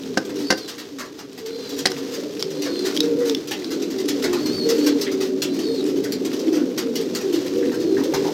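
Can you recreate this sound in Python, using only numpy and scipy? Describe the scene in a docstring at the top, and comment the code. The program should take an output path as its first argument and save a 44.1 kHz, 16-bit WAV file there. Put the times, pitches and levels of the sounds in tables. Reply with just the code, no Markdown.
"""Pigeon loft with an egg being opened

A loft full of pigeons: overlapping throaty coos (fluttered tones), wing beats (puffs of noise) and
a squab's thin begging whistles ring in a small room, each with a decaying noise tail for the walls.
Close to the microphone an egg is knocked three times on the rim of a plastic basin of grain, as
damped modes with a noisy crunch; its shell is pulled open with small sharp snaps, pings plus noise.
Scrapes are resonant noise; the far birds' rustle is coloured noise strewn with faint pecks."""
import sys
import numpy as np
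from scipy import signal
from scipy.fft import rfft, irfft, next_fast_len
from scipy.io import wavfile
from scipy.ndimage import uniform_filter1d, map_coordinates

SR = 44100
rng = np.random.default_rng(int(sys.argv[2]) if len(sys.argv) > 2 else 0)


def master(y):
    """Save y as 16-bit WAV."""
    cut = np.clip(np.atleast_2d(y).T, -1, 1)
    pcm = np.round(cut * 32767)  # scale
    wavfile.write(sys.argv[1], SR, pcm.astype(np.int16))


N = 367353

# Activity of the whole loft, which sets the rustle and the far wing beats: time_s, level_db
LOFT_ACTIVITY = [(0.0, -39), (0.65, -42.5), (0.81, -44), (1.41, -46), (1.72, -37.5), (2.48, -40),
                 (2.88, -33.5), (3.25, -41), (3.97, -38), (4.71, -34.5), (5.36, -41.5), (5.66, -37),
                 (6.05, -42), (6.42, -36), (6.61, -42), (7.4, -35.5), (7.82, -40), (8.33, -31.5)]


def near_pigeons():
    """Frequency glide: each coo that stands out of the flock follows a slightly arched pitch."""
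    # The nearest coos: start_s, length_s, pitch_hz, glide_semitones, level_db, roughness (0-1)
    coo_notes = [(0.324, .17, 295, -3, -30.5, 0), (.32, 0.13, 390, 0, -33, 0.02),
                 (0.907, 0.11, 277, -3, -34, 0.04), (1.4, 0.23, 455, 1, -32, 0.15),
                 (1.661, 0.23, 272, -2.5, -34, 0.42), (1.849, 0.1, 380, -1.5, -33, 0.05),
                 (1.951, 0.14, 268, 2, -33.5, 0.15), (2.1, 0.25, 505, 0.5, -40.5, 0.93),
                 (2.376, 0.29, 388, 0.5, -35.5, 0.18), (2.532, 0.24, 288, -0.5, -34, 0.4),
                 (2.65, 0.15, 495, -1.5, -35, 0.16), (2.677, 0.27, 352, 0.5, -29.5, 0.52),
                 (2.918, .31, 296, -1, -26.5, 0.22), (2.99, 0.19, 468, -0.5, -24.5, 0.17),
                 (3.161, .2, 466, -2, -21.5, 0.14), (3.233, .18, 280, -1.5, -26.5, 0.33),
                 (3.619, 0.33, 310, 0, -30, 0.93), (3.93, 0.14, 380, -1, -28, 0.08),
                 (4.017, 0.17, 299, -1, -27, 0.56), (4.14, 0.15, 460, -1.5, -31, 0.43),
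                 (4.219, 0.2, 356, -1, -24, 0.04), (4.393, 0.14, 304, 0.5, -25.5, 0),
                 (4.64, .14, 464, -0.1, -21, 0.21), (4.711, 0.29, 298, -1.5, -21, 0.17),
                 (4.77, 0.28, 454, 1, -30.5, 0.52), (5.052, 0.25, 383, -0.5, -26.5, 0.05),
                 (5.283, 0.13, 383, 0, -27.5, 0.05), (5.4, 0.36, 315, 1, -29, 0.54),
                 (5.649, 0.12, 453, .5, -25.5, 0.19), (5.741, 0.32, 380, -2.3, -26.5, 0.52),
                 (5.801, .26, 288, -0.5, -28.5, .65), (6.428, .24, 310, -3, -20.5, 0.39),
                 (6.46, .14, 381, -0.6, -26, 0.48), (6.81, 0.12, 460, -1.1, -30.5, .2),
                 (6.97, .12, 434, -4, -29, 0), (7.08, .13, 235, -4.5, -31.5, 0.54),
                 (7.229, 0.086, 394, -1.5, -24, 0.19), (7.279, 0.14, 333, -3, -22, 0.6),
                 (7.493, .17, 385, 0.5, -26.5, 0.01), (7.53, .21, 484, 0, -26.5, 0.24),
                 (7.604, 0.14, 278, -2, -24.5, 0.54), (7.759, 0.22, 311, 0.8, -23, 0.44),
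                 (7.852, 0.15, 386, 1, -22.5, 0.01), (7.951, 0.19, 296, 4, -23, 0.48),
                 (8.021, 0.125, 505, 1.6, -30, 0.55), (8.09, .22, 392, -0.8, -25, 0.15)]
    arch_semitones = 0.32  # how far the mean of a coo's two ends lies under its middle
    out = np.zeros(N)
    for start, length, hz, glide, db, rough in coo_notes:
        semitones = np.array([-glide / 2 - arch_semitones, 0, glide / 2 - arch_semitones])
        contour = arch(length, hz * 2 ** (semitones / 12))
        coo = call(contour, rough, trill_hz=32, waver=.07, overtone_db=-32, drift=.004)
        add(out, start, amp(db) * in_loft(coo, wet_db=-11))
    return out


def squab():
    """Amplitude modulation: side tones and a second, higher voice make the soft whistles wheezy."""
    # A young bird's begging whistles, one curve each: time_s, pitch_hz, level_db
    whistle_curves = [
        [(.41, 4520, -48), (.48, 4430, -34), (.56, 4700, -40), (.62, 4220, -41), (.7, 3800, -44)],
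        [(1.47, 4150, -56), (1.52, 4120, -44), (1.68, 4020, -41), (1.78, 3780, -51)],
        [(2.45, 4300, -48), (2.53, 4020, -49), (2.65, 4340, -41), (2.79, 4130, -35), (2.88, 4020, -43)],
        [(3.56, 3850, -47), (3.67, 4120, -48), (3.79, 4000, -53)],
        [(4.32, 3850, -44), (4.43, 4520, -38), (4.47, 4190, -31), (4.51, 4230, -35), (4.54, 4520, -32),
         (4.63, 4320, -28.5), (4.69, 4520, -46), (4.85, 4350, -34), (4.95, 4060, -46)],
        [(5.47, 3980, -47), (5.55, 4110, -42), (5.62, 4480, -42.5), (5.67, 4320, -35.5), (5.75, 4300, -36),
         (5.8, 3900, -39), (5.83, 3600, -49)],
        [(7.66, 3900, -46), (7.81, 4390, -48), (7.96, 4110, -46)],
    ]
    roughness, wheeze_depth = 0.453, 0.64  # 0-1; the second is the wheeze of a very soft whistle
    pure_db = -31  # a whistle this loud on its curve keeps half of its wheeze
    upper_share, spacing_hz = 0.44, 617  # second voice: weight in the wheeze, mean distance in pitch
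    out = np.zeros(N)
    for curve in whistle_curves:
        s, hz, db = np.transpose(curve)
        t = np.arange(s[0], s[-1], 1 / SR)
        gain = amp(np.interp(t, s, db))
        pitch = np.interp(t, s, hz)
        throat_hz = spacing_hz * (1 + 0.061 * wobble(26, len(t)))
        whistle, upper = [call(f, roughness, trill_hz=70, waver=.02, overtone_db=-21, drift=.01, fade=.1)
                          for f in (pitch, pitch + throat_hz)]
        throat = np.sin(2 * np.pi * np.cumsum(throat_hz) / SR)
        side_tones = whistle * throat + upper_share * upper
        wheeze = wheeze_depth / (1 + (gain / amp(pure_db)) ** 2)
        voice = gain * (whistle + wheeze * side_tones)
        add(out, s[0], amp(-1.0) * in_loft(voice, wet_db=0.5))
    return out


def call(contour, rough, trill_hz, waver, overtone_db, drift, fade=0.48):
    """Joint amplitude and frequency modulation: a rough throat flutters a drifting tone and overtones."""
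    n = len(contour)
    trill_rate = trill_hz * (1 + 0.303 * wobble(20.18, n))
    trill = np.sin(2 * np.pi * (np.cumsum(trill_rate) / SR + rng.random()))
    flutter = rough * waver * (wobble(2 * trill_hz, n) + trill)
    hz = contour * (1 + drift * wobble(35.23, n) + flutter)
    phase = 2 * np.pi * np.cumsum(hz) / SR
    overtones = np.sin(2 * phase) + .5 * np.sin(3 * phase)
    tone = (np.sin(phase) + amp(overtone_db) * overtones) * np.exp(1.32 * rough * trill)
    return unit(tone * signal.windows.tukey(n, fade))


def arch(length, pitches):
    """Parabolic pitch contour in Hz through a note's first, middle and last value."""
    n = int(max(length, .04) * SR)
    return np.polyval(np.polyfit([0, .5, 1], pitches, 2), np.linspace(0, 1, n))


def egg_knocks():
    """Modal impact: the egg thumps the rim, whose plastic rings briefly while the shell crunches."""
    # Contacts of egg and rim: start_s, thump_db, ring_db, shell_db, shell_t60_s
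    contacts = [(0.1724, -9, -6.5, -10, 0.034), (0.5033, -9, -7.5, -6.5, 0.05),
                (0.5226, -9.5, -13, -22, 0.069), (1.855, -15.5, -11, -6, 0.045),
                (1.869, -32, -24, -31, .04), (1.917, -37, -26, -29, 0.019)]
    # Modes of the basin, damped by its grain: frequency_hz, level_db, t60_s
    basin_modes = [(207.5, -1.5, 0.088), (301, -1.5, 0.074), (372, 1.5, 0.05), (523, -0.5, 0.072),
                   (740, 0.5, 0.048), (797, 3, 0.024), (1010, 4.5, 0.018), (1220, -10, 0.068),
                   (1546, 8, 0.025), (1643, -2.5, 0.016), (1815, -15, 0.043), (1930, -18, 0.045),
                   (2060, 0, 0.022), (2780, -6, 0.03)]
    # Colour of the shell giving way: frequency_hz, level_db
    shell_colour = [(200, -45), (600, -4), (1100, -30), (1600, 9.5), (2400, -6), (3500, -1.5), (5200, 4),
                    (6500, -4.5), (8500, -16), (16000, -28)]
    out, t = np.zeros(N), np.arange(SR // 5) / SR
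    for s, thump_db, ring_db, shell_db, shell_t60 in contacts:
        ring = np.zeros(len(t))
        for hz, db, t60 in basin_modes:
            blow_db = thump_db if hz < 650 else ring_db
            strength_db = db + blow_db + rng.normal(0, 1.0)
            ring += amp(strength_db - 60 * t / t60) * np.sin(2 * np.pi * (hz * t + rng.random()))
        grain_db = 3.8 * wobble(1030, len(t))
        crunch = noise(shell_colour, len(t)) * amp(shell_db + grain_db - 60 * t / shell_t60)
        onset = 1 - np.exp(-t / 0.0014)
        add(out, s, in_loft((amp(-6.5) * ring + crunch) * onset, wet_db=-10))
    return out


def shell_snaps():
    """Brittle fracture: bits of shell break with a very short, high ping and a burst of noise."""
    # Snaps: start_s, level_db, pitch_hz
    snap_events = [(1.8713, -9, 5000), (1.918, -16, 5300), (2.3945, -23, 5480), (2.4034, -29, 5600),
                   (2.426, -9.5, 5340), (2.7928, -20, 4680), (2.966, -14.5, 3230), (2.9744, -10.5, 3260),
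                   (3.0052, -5, 3870), (3.2968, -11, 3600), (3.3486, -11.5, 3450), (3.645, -20.5, 4800)]
    crack_colour = [(800, -13), (2000, -7.0), (3300, 0), (5500, 1.5), (8000, -17), (15000, -19)]  # Hz, dB
    out, t = np.zeros(N), np.arange(SR // 30) / SR
    for s, db, pitch in snap_events:
        ping = np.sin(2 * np.pi * pitch * t) * amp(-60 * t / 0.015)
        crack = noise(crack_colour, len(t)) * amp(-60 * t / 0.012)
        add(out, s, amp(db) * in_loft(amp(-2) * ping + amp(-5.0) * crack, wet_db=-11.0))
    return out


def wings(count):
    """Turbulent puffs: harder near beats sound brighter; far ones follow the loft's activity."""
    # The nearest beats: start_s, level_db, swish_db (weight of the low band), length_s
    near_beats = [(0.292, -29.5, -3, 0.0083), (.385, -33, -13, 0.041), (0.572, -27.5, -13, .019),
                  (.678, -26.5, -14, 0.025), (.78, -31.5, -13, .04), (0.985, -24.5, -3.5, 0.025),
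                  (1.185, -30, -6.5, .017), (1.376, -31.5, -11, 0.015), (1.458, -26.5, -14, 0.0089),
                  (1.692, -25.5, -24, 0.011), (1.782, -25.5, -18, 0.02), (1.974, -32.5, -11, 0.014),
                  (2.118, -28, -10, 0.015), (2.136, -25.5, -13, 0.023), (2.396, -23, -24, 0.01),
                  (2.618, -25.5, -18, 0.03), (2.654, -25, -2, 0.018), (2.851, -21, -10, 0.029),
                  (2.947, -29, -19, .023), (3.026, -30, -10, 0.023), (3.201, -32.5, -1, .035),
                  (3.25, -27.5, -15, 0.042), (3.473, -26.5, -15, 0.016), (3.509, -18, -9.5, 0.017),
                  (3.704, -26, -13, 0.034), (3.903, -24.5, -11.5, 0.013), (3.979, -31, -14, 0.025),
                  (4.081, -16.5, -17, 0.01), (4.238, -16, -3.5, 0.011), (4.329, -18.5, -3.5, 0.0083),
                  (4.458, -21.5, -12, 0.014), (4.688, -16, -12, 0.022), (4.78, -29, -16, 0.022),
                  (4.863, -14, -13, 0.015), (5.01, -16, -17, 0.014), (5.115, -24.5, -8.5, 0.017),
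                  (5.204, -27, -12.5, 0.047), (5.419, -18, -19.5, 0.02), (5.589, -23.5, -12, 0.0096),
                  (5.853, -34.5, -11.5, 0.062), (6.036, -22, -16, 0.011), (6.121, -20.5, -19, 0.0046),
                  (6.247, -27.5, -14, 0.018), (6.391, -29, -27, 0.013), (6.525, -30.5, -5, 0.072),
                  (6.775, -18.5, -11, 0.019), (6.954, -19, -20, 0.011), (7.148, -23.5, -15.5, 0.021),
                  (7.205, -27, -11, 0.012), (7.33, -27, -17, 0.032), (7.457, -25, -10, .012),
                  (7.716, -26.5, -1, 0.018), (7.8, -28, -15, 0.016), (7.967, -28.5, -2, 0.032),
                  (8.137, -18, -6, 0.011), (8.238, -31, -3, .02)]
    fizz_db, fizz_growth = -1.5, 0.12  # top-octave tilt; dB more for each dB a beat is harder than usual
    far_db, far_swish_db, far_fizz_db, far_length_s = 8, -14.5, -1, 0.012  # far_db is over the activity
    near, far = np.zeros(N), np.zeros(N)
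    usual_db = np.mean([row[1] for row in near_beats])
    for s, db, swish_db, length in near_beats:
        beat_fizz_db = fizz_db + fizz_growth * (db - usual_db)
        add(near, s, amp(db) * wing_beat(swish_db, beat_fizz_db, length))
    # one far beat at a random moment in each of equal time slots
    for slot, (when, size) in enumerate(rng.random((count, 2))):
        beat = wing_beat(far_swish_db, far_fizz_db, far_length_s)
        add(far, (slot + when) / count * N / SR, amp(far_db + 3 * (size - .5)) * beat)
    return near + amp(curves(LOFT_ACTIVITY)[0]) * far


def wing_beat(swish_db, fizz_db, length):
    """Gated broadband noise: a short grainy puff of feather noise, drawn out by the room."""
    # Colour of the feathers: frequency_hz, level_db
    feather_colour = [(410, -15), (700, -5), (875, -7.5), (1840, -4), (2000, -4), (2160, -7), (2660, -4.5),
                      (3030, -4), (5060, 0.5), (6230, -3), (9990, -16.5), (13700, -8), (16000, -19.5)]
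    t = np.arange(SR // 6) / SR
    tilt = [(1800, swish_db + 12.5), (3000, 0), (6500, 0.011), (9000, fizz_db)]  # Hz, dB
    colour = [(hz, level + along(tilt, hz)) for hz, level in feather_colour]
    stroke = (1 - np.exp(-t / 0.0004)) * np.exp(-(t / max(length, .003)) ** 2)
    puff = noise(colour, len(t)) * amp(4.07 * wobble(481, len(t))) * stroke
    return amp(-3.5) * in_loft(puff, wet_db=9.0)


def scrapes():
    """Resonant filtering: brief hollow scratches, each noise in one broad resonance."""
    # Scratches among the birds: start_s, level_db (3 dB is added), pitch_hz
    scratches = [(3.515, -28, 2920), (5.064, -31.5, 2000), (5.065, -34.5, 3400), (6.05, -35, 1770),
                 (7.626, -36.5, 1760), (7.965, -36, 1700), (8.01, -37, 995), (8.135, -27.5, 900),
                 (8.245, -31, 840), (8.275, -30, 810)]
    out, t = np.zeros(N), np.arange(SR // 8) / SR
    for s, db, pitch in scratches:
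        rasp = unit(filtered(rng.standard_normal(len(t)),
                             lambda hz: 1 / (1 + ((hz - pitch) / (.17 * pitch)) ** 2)))
        stroke = (1 - np.exp(-t / 0.0015)) * np.exp(-t / 0.025)
        add(out, s, amp(db + 3.0) * in_loft(rasp * stroke, wet_db=-21.0))
    return out


def flock():
    """Superposition: deep grunts and low, middle and high voices merge over the loft's dull boom."""
    # The farther birds: time_s, low_voices_db, high_voices_db, rumble_db (offsets are added below)
    flock_levels = [(0.0, -31, -43, -51), (0.39, -30, -38.5, -54), (0.74, -39.5, -46, -58),
                    (1.3, -40.5, -49, -59), (1.74, -34.5, -35.5, -54.5), (2.99, -27.5, -38.5, -55.5),
                    (3.16, -27, -29.5, -52), (3.46, -33, -42, -55), (3.83, -27, -38.5, -58.5),
                    (4.57, -25, -38.5, -42), (4.82, -23, -27, -53), (5.08, -25.5, -43.5, -56.5),
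                    (6.05, -25, -34.5, -47.5), (6.4, -24.5, -35.5, -55), (6.82, -26, -32.5, -54),
                    (7.26, -28, -37.5, -52.5), (7.96, -23.5, -32.5, -45), (8.33, -24, -35, -52)]
    # Boom of the loft: frequency_hz, level_db
    boom_colour = [(60, -46), (130, -13.5), (200, -4.5), (270, 2), (400, -2.5), (500, -6), (600, -9.5),
                   (750, -27.5), (1200, -70)]
    # Rumble: frequency_hz, level_db
    rumble_colour = [(20, -34), (48, -17), (75, -8), (140, 2.5), (190, -2), (260, -4), (500, -39)]
    low_db, high_db, rumble_db = curves(flock_levels)
    low = amp(-4) * chorus(283, .06, count=45)
    middle = amp(-5.5) * chorus(383, 0.025, count=36)
    high = chorus(462, .038, count=40)
    boom = amp(-9) * noise(boom_colour, N)
    grunts = amp(-16.0) * chorus(205, .13, count=30)
    rumble = noise(rumble_colour, N)
    warble = amp(low_db + 1.5) * (low + middle + grunts + boom)
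    return warble + amp(high_db + 1) * high + amp(rumble_db + 5) * rumble


def chorus(voice_hz, spread, count):
    """Incoherent summation: many far coos overlap around one pitch; their sum has an even level."""
    out = np.zeros(N)
    starts = np.linspace(-.3, N / SR, count)
    for start, a, b, c in np.c_[starts, rng.standard_normal((count, 3))]:
        pitches = voice_hz * np.exp(spread * np.array([a + b, a, a + c - .5]))
        contour = arch(rng.uniform(0.201, 0.454), pitches)
        rough = rng.uniform(0.25, 0.852)
        coo = call(contour, rough, trill_hz=30.08, waver=0.0674, overtone_db=-30.0, drift=0.0098)
        add(out, start + rng.normal(0, .04), in_loft(coo, wet_db=4.0))
    return out / np.sqrt(np.abs(uniform_filter1d(out ** 2, size=8000)) + 1e-9)


def bustle():
    """Modulated noise: feet and feathers of far birds make a restless hiss with faint pecks in it."""
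    # Colour of the rustle: frequency_hz, level_db
    rustle_colour = [(350, -13), (600, 2), (779, -2), (1080, -4), (1930, -4.5), (2370, -5.5), (4050, -2),
                     (5190, -2), (5950, -3.5), (10200, -22.5), (13600, -15.5), (16000, -27)]
    activity_db, = curves(LOFT_ACTIVITY)
    hiss = amp(1.4 * wobble(18, N) + 1.8 * wobble(250, N)) * noise(rustle_colour, N)
    pecks, t = np.zeros(N), np.arange(SR // 40) / SR
    for when, size, pitch in rng.random(size=(70, 3)):
        centre_hz = 1500 + 4500 * pitch
        colour = [(0.13 * centre_hz, -18), (centre_hz, 0), (2 * centre_hz, -16), (16000, -24)]
        tick = noise(colour, len(t)) * np.exp(-t / 0.0023)
        add(pecks, when * N / SR, amp(5.4 * size) * in_loft(tick, wet_db=-8.0))
    return amp(activity_db) * (amp(-3) * hiss + amp(3) * pecks)


def in_loft(x, wet_db):
    """Diffuse reverberation: a fresh noise tail decays by frequency; total energy is conserved."""
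    # Decay of the loft: frequency_hz, t60_s
    loft_decay = [(200, 0.39), (1500, 0.26), (5000, 0.17), (14000, 0.097)]
    hz, t, z = signal.stft(rng.standard_normal(SR // 3), SR, nperseg=256)
    decay = amp(-60 * t / along(loft_decay, hz)[:, None])
    tail = signal.istft(z * decay, SR, nperseg=256)[1]
    echo = signal.fftconvolve(x, tail)
    y = amp(wet_db) * echo * np.linalg.norm(x) / np.linalg.norm(echo)
    y[:len(x)] += x
    return y * np.linalg.norm(x) / np.linalg.norm(y)


def amp(db):
    """Logarithmic level: decibels to amplitude gain."""
    return 10 ** (np.asarray(db) / 20)


def unit(x):
    """Power normalization: x at rms 1."""
    return x / np.sqrt(np.mean(x ** 2) + 1e-20)


def along(points, hz):
    """Logarithmic frequency scale: (Hz, value) points interpolated on a log axis."""
    f, v = np.transpose(points)
    return np.interp(np.log(hz + 1), np.log(f + 1), v)


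def curves(rows):
    """Linear interpolation: one value per sample for each column after the time."""
    s, *cols = np.transpose(rows)
    return [np.interp(np.arange(N) / SR, s, c) for c in cols]


def wobble(rate, size):
    """Band-limited fluctuation: a smooth random curve with rate knots a second."""
    knots = rng.standard_normal(int(size * rate / SR) + 4)
    return map_coordinates(knots, [np.arange(size) * rate / SR + 1])


def filtered(x, gain):
    """Linear filtering: the spectrum of x times a gain that depends on frequency."""
    m = next_fast_len(len(x) + 4096)
    return irfft(rfft(x, m) * gain(np.fft.rfftfreq(m, 1 / SR)), m)[:len(x)]


def noise(spectrum, size):
    """Spectral shaping: noise of rms 1 with the given (Hz, dB) colour."""
    return unit(filtered(rng.standard_normal(size), lambda hz: amp(along(spectrum, hz))))


def add(track, s, x):
    """Superposition: mix x into the track at time s, cut at the track's ends."""
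    i = round(s * SR)
    x, i = x[max(-i, 0):], max(i, 0)
    track[i:i + len(x)] += x[:max(len(track) - i, 0)]


def scene():
    """Linear superposition of the birds all around and the egg close by."""
    egg = egg_knocks() + shell_snaps()
    birds = near_pigeons() + squab() + wings(count=28) + flock()
    return (birds + egg + scrapes() + bustle())[None]


def record(dry):
    """Saturation and band limits: the microphone rounds high peaks, thins deep bass and cuts the top."""
    top_hz, low_cut_hz = 16000, 38  # upper band limit; corner of the bass roll-off
    rounded = dry[0] / (1 + np.abs(dry[0] / .85) ** 6) ** (1 / 6)
    return filtered(rounded, lambda hz: (hz < top_hz) * hz / np.hypot(hz, low_cut_hz))[None]


dry = scene()
out = record(dry)
master(out)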